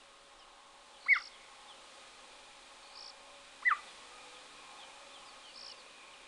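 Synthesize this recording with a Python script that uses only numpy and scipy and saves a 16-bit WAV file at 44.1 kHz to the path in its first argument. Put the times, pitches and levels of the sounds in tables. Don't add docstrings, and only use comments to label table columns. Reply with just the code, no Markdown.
import sys
import numpy as np
from scipy import signal
from scipy.fft import rfft, irfft
from scipy.io import wavfile
from scipy.ndimage import uniform_filter1d

SR = 44100
rng = np.random.default_rng(int(sys.argv[2]) if len(sys.argv) > 2 else 0)


def bounce(signal):
    frames = np.transpose(np.atleast_2d(signal))
    limited = np.clip(frames, -1, 1)
    pcm = np.round(limited * 32767).astype(np.int16)
    wavfile.write(sys.argv[1], SR, pcm)


N = 276507

# (crest time [s], top pitch [Hz], end pitch [Hz], onset [s], rise [s],
# fall [s], swell before crest [s], hold after crest [s], source level [dB], tail gain [dB],
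# mouth tuning [ratio])
CHEETAH_CHIRPS = [(1.104, 2239, 1070, 0.0024, .044, .089, 0.025, 0.078, -16, -8, 0.98),
                  (3.671, 2010, 1156, 0.0083, .050, .061, 0.024, .071, -19, 0.5, 0.94)]
# (delay [s], gain [dB])
NEAR_REFLECTIONS = [
    [(.0215, -16.5), (.032, -23), (.048, -17.5), (.068, -32)],
    [(.0235, -21), (.049, -22), (.071, -25), (.126, -36)],
]
def cheetah(beam_db=7):
    t = np.arange(N) / SR
    out = 0
    for row, echoes in zip(CHEETAH_CHIRPS, NEAR_REFLECTIONS):
        tone, octave = chirp(*row)
        beamed = tone + undb(beam_db) * octave
        reflected = sum(undb(db) * np.interp(t - delay, t, beamed, left=0) for delay, db in echoes)
        out = out + tone + octave + reflected + bush(beamed)
    return out


# (frequency [Hz], gain [dB])
MOUTH_RESPONSE = [(950, -9.5), (1260, -4.5), (1460, -5.5), (1560, -11.5), (1760, -18), (1960, -4.5),
                  (2070, -0.5), (2260, -3.5), (2900, -1.5), (3700, -1.5), (4100, -16), (4500, -9.5)]
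def chirp(crest, top_hz, end_hz, onset_s, rise_s, fall_s, swell_s, hold_s, db, tail_db, tuning,
          start_hz=980, hoarse_hz=1300, clear_hz=1750, catch_s=.012, full_s=.005, release_s=.018,
          catch_db=-25, lull_db=-22.5, rasp_db=-17, octave_db=-24, catch_octave_db=-8):
    t = np.arange(N) / SR - crest
    rising, falling = np.clip(-t / rise_s, 0, 1), np.clip(t / fall_s, 0, 1)
    hz = top_hz - (top_hz - start_hz) * ease(rising ** 1.4) - (top_hz - end_hz) * ease(falling ** 1.02)
    slack = np.clip((clear_hz - hz) / 400, 0, 1)
    gate = np.clip((t + rise_s) / onset_s, 0, 1) * np.clip((hold_s - t) / release_s, 0, 1)
    sag_db = tail_db * ease((falling - .27) / .26)
    effort = gate * undb(db + sag_db + (.37 + .63 * slack) * walk(700))
    catch = undb(catch_db) * np.exp(-((t + rise_s) / catch_s) ** 4)
    swell = np.clip((t + swell_s) / (swell_s + full_s), undb(lull_db), 1)
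    jitter = (.0023 + .0196 * slack) * walk(900)
    phase = 2 * np.pi * np.cumsum(hz * (1 + jitter)) / SR
    rasp = undb(rasp_db) * slack * noise(lambda f: 1 / (1 + ((f - 1750) / 480) ** 4))
    tone = (catch + swell) * response(MOUTH_RESPONSE, hz / tuning) * (np.sin(phase) + rasp)
    hoarse = catch * ease((hoarse_hz - hz) / (hoarse_hz - start_hz))
    octave_gain = undb(catch_octave_db) * hoarse + undb(octave_db - sag_db / 2) * swell
    octave = octave_gain * response(MOUTH_RESPONSE, 2 * hz / tuning) * np.sin(2 * phase)
    return effort * tone, effort * octave * undb(2.5 * walk(300))


# (last note time [s], note rate [1/s], relative level [dB], lead-in gain [dB],
# loud part length [s])
BIRD_TRILLS = [(1.2755, 57.3, -44.5, -11, .166), (3.099, 56.8, -44, -13.5, .148),
               (5.719, 57.0, -43.7, -13.5, .170)]
def birds(trill_db=-.2, slur_db=-3):
    near = undb(trill_db) * sum(trill(*row) for row in BIRD_TRILLS)
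    far = undb(slur_db) * slurs()
    return near + bush(near, near_db=-18, far_db=-28) + far + bush(far, near_db=-11, far_db=-23)


def trill(last, rate, db, soft_db, loud_s, low_hz=4060, soft_hz=4680, top_hz=5780, duty=.84, count=16):
    t = np.arange(N) / SR
    cycle = (t - last) * rate + .41
    along = np.clip(cycle % 1 / duty, 0, 1)
    effort = .5 + .5 * np.tanh((t - last + loud_s) / .014)
    reach = .5 + .5 * np.tanh((t - last + loud_s) / .041)
    start_hz = soft_hz + (top_hz - soft_hz) * reach
    hz = (start_hz + (low_hz - start_hz) * along ** 1.35) * (1 + .006 * walk(200))
    singing = (cycle > 1 - count) & (cycle < 1)
    envelope = singing * np.interp(along, [0, .22, .45, .85, 1], [0, .76, .97, .68, .096])
    gain = undb(db + soft_db * (1 - effort) + walk(350))
    return envelope * gain * np.sin(2 * np.pi * np.cumsum(hz) / SR)


# (start [s], length [s], starting pitch [Hz], relative level [dB])
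SLURRED_NOTES = [(0, 0.0395, 3020, -60), (0.386, .065, 3410, -56.5), (.388, 0.027, 5900, -57.5),
                 (.929, 0.063, 3650, -56.5), (1.313, 0.066, 3750, -56.5), (1.678, 0.058, 3770, -49.5),
                 (3.863, .07, 3900, -54.5), (4.324, .07, 3850, -55.5), (4.784, 0.075, 3720, -50),
                 (5.131, 0.058, 3700, -50), (5.179, .07, 3350, -57), (5.25, 0.068, 5350, -55),
                 (5.42, .11, 3420, -52), (5.667, 0.091, 3290, -52), (5.759, .07, 5100, -56),
                 (6.132, .022, 3200, -54)]
# (start [s], length [s], pitch [Hz], relative level [dB], end pitch [ratio])
LEVEL_NOTE = (1.024, .062, 4200, -55, .95)
def slurs(end_ratio=.78):
    t = np.arange(N) / SR
    out = np.zeros(N)
    waver, flutter = 1 + .0081 * walk(200), undb(1.6 * walk(150))
    for start, length, from_hz, db, drop in [(*row, end_ratio) for row in SLURRED_NOTES] + [LEVEL_NOTE]:
        on = (t > start) & (t < start + length)
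        along = (t[on] - start) / length
        hz = from_hz * drop ** along * waver[on]
        envelope = np.sin(np.pi * along) ** (2 / 3)
        out[on] += undb(db) * envelope * np.sin(2 * np.pi * np.cumsum(hz) / SR)
    return out * flutter


def bush(x, near_db=-25, near_t60=.26, far_db=-33.5, far_t60=1.9):
    t = np.arange(SR) / SR
    impulse_response = 0
    for db, t60, rise_s in ((near_db, near_t60, .014), (far_db, far_t60, .12)):
        build_up = np.clip(t / rise_s - .5, 0, 1)
        tail = rng.standard_normal(SR) * np.exp(-np.log(1000) * t / t60) * build_up
        impulse_response += undb(db) * tail / np.sqrt(np.sum(tail ** 2))
    return signal.fftconvolve(x, impulse_response)[:N]


# (centre [Hz], width [Hz], relative level [dB])
TYRE_BANDS = [(548, 89, -5.5), (831, 108, 0), (1078, 81, -0.5), (1245, 38, -4.5)]
# (frequency [Hz], relative spectral density [dB])
ROAD_SPECTRUM = [(20, -39), (80, -10), (180, -11.5), (240, -4), (400, -1.5), (750, -1.5), (1200, 0.5),
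                 (1600, -1.5), (2100, -4), (3500, -3.5), (6000, -34)]
# (time [s], pitch [Hz], level [dB])
TRAFFIC_WHINE = [(0.0, 573, -78), (0.03, 555.4, -67), (0.5, 565, -67.5), (2.01, 537.3, -72),
                 (3.42, 564.4, -63.5), (3.98, 538.2, -81), (4.07, 488, -66), (4.43, 514.8, -64),
                 (4.54, 485.6, -71), (4.99, 565.2, -61), (5.73, 529, -73.5), (6.27, 560, -65)]
# (time [s], pitch [Hz], relative level [dB])
ENGINE_HUM = [(0.0, 266.8, -84), (0.45, 284.5, -86), (0.79, 248.3, -81.5), (4.24, 274.5, -74),
              (4.31, 299, -69.5), (5.41, 261.5, -78.5), (5.55, 244, -78), (6.27, 286.1, -85)]
def traffic(level_db, road_db=2, tyres_db=1, hum_db=-1):
    tyres = sum(undb(db + 2.9 * walk(6.2)) * band(hz, width) for hz, width, db in TYRE_BANDS)
    roar = undb(road_db) * coloured(ROAD_SPECTRUM) + undb(tyres_db) * tyres / tyres.std()
    whine = drone(*curves(TRAFFIC_WHINE))
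    hum = undb(hum_db) * drone(*curves(ENGINE_HUM))
    return undb(level_db) * roar + whine + hum


def drone(hz, db, waver=.00815, fade_db=1.5):
    phase = 2 * np.pi * np.cumsum(hz * (1 + waver * walk(40))) / SR
    return undb(db + fade_db * walk(13)) * np.sin(phase)


# (frequency [Hz], relative spectral density [dB])
HISS_SPECTRUM = [(100, -11), (500, -2), (1500, 0.5), (2200, 1), (2800, 3.5), (3800, 7), (4600, 3),
                 (5800, -1), (7500, -1), (8900, -1.5), (10000, -5), (10800, -17.5), (12000, -20)]
# (time [s], level [dB])
RING_LEVELS = [(0.0, -84), (2.36, -69), (2.67, -74.5), (3.91, -65), (4.24, -64.5), (4.59, -60.5),
               (4.98, -66.5), (6.27, -65.5)]
# (frequency [Hz], relative spectral density [dB])
RUMBLE_SPECTRUM = [(10, -2.5), (22, 3.5), (32, 5.5), (45, -5), (70, -23), (200, -40), (600, -81)]
def air(level_db, hiss_db=8, ring_hz=2440, ring_width_hz=180, rumble_db=-76):
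    hiss = undb(level_db + hiss_db + .33 * walk(7.3)) * coloured(HISS_SPECTRUM)
    ring = undb(curves(RING_LEVELS)[0] + 2.5 * walk(6)) * band(ring_hz, ring_width_hz)
    rumble = undb(rumble_db + walk(3)) * coloured(RUMBLE_SPECTRUM)
    return hiss + ring + rumble


def noise(gain):
    hz = np.arange(N // 2 + 1) * SR / N + 1
    shaped = irfft(rfft(rng.standard_normal(N)) * gain(hz), N)
    return shaped / shaped.std()


def band(hz, width):
    return noise(lambda f: 1 / (1 + ((f - hz) / (.61 * width)) ** 2))


def coloured(points):
    return noise(lambda f: response(points, f))


def response(points, f):
    hz, db = np.transpose(points)
    return undb(np.interp(np.log(f), np.log(hz), db))


def walk(rate):
    hold = max(int(SR / rate), 2)
    steps = np.repeat(rng.standard_normal(N // hold + 1), hold)
    smooth = uniform_filter1d(uniform_filter1d(steps, hold), hold)[:N]
    return smooth / smooth.std()


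def curves(rows):
    times, *columns = np.transpose(rows)
    return [np.interp(np.arange(N) / SR, times, column) for column in columns]


def ease(u):
    return np.sin(np.pi / 2 * np.clip(u, 0, 1)) ** 2


def undb(db):
    return 10 ** (np.asarray(db) / 20)


# (time [s], relative roar level [dB], relative hiss level [dB])
BACKGROUND_LEVELS = [(0.0, -64.5, -71.5), (0.59, -65.5, -71.5), (1.87, -62, -66.5), (2.44, -63, -67),
                     (3.35, -63, -68), (3.81, -61, -65), (4.5, -61.5, -65.5), (4.8, -61, -65.5),
                     (5.06, -61.5, -66.5), (5.95, -62, -67.5), (6.27, -61, -68.5)]
def scene():
    roar_db, hiss_db = curves(BACKGROUND_LEVELS)
    return (cheetah() + birds() + traffic(roar_db) + air(hiss_db))[None]


def record(dry, cutoff_hz=11200):
    return signal.sosfilt(signal.ellip(8, .2, 70, cutoff_hz, fs=SR, output="sos"), dry)


dry = scene()
out = record(dry)
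bounce(out)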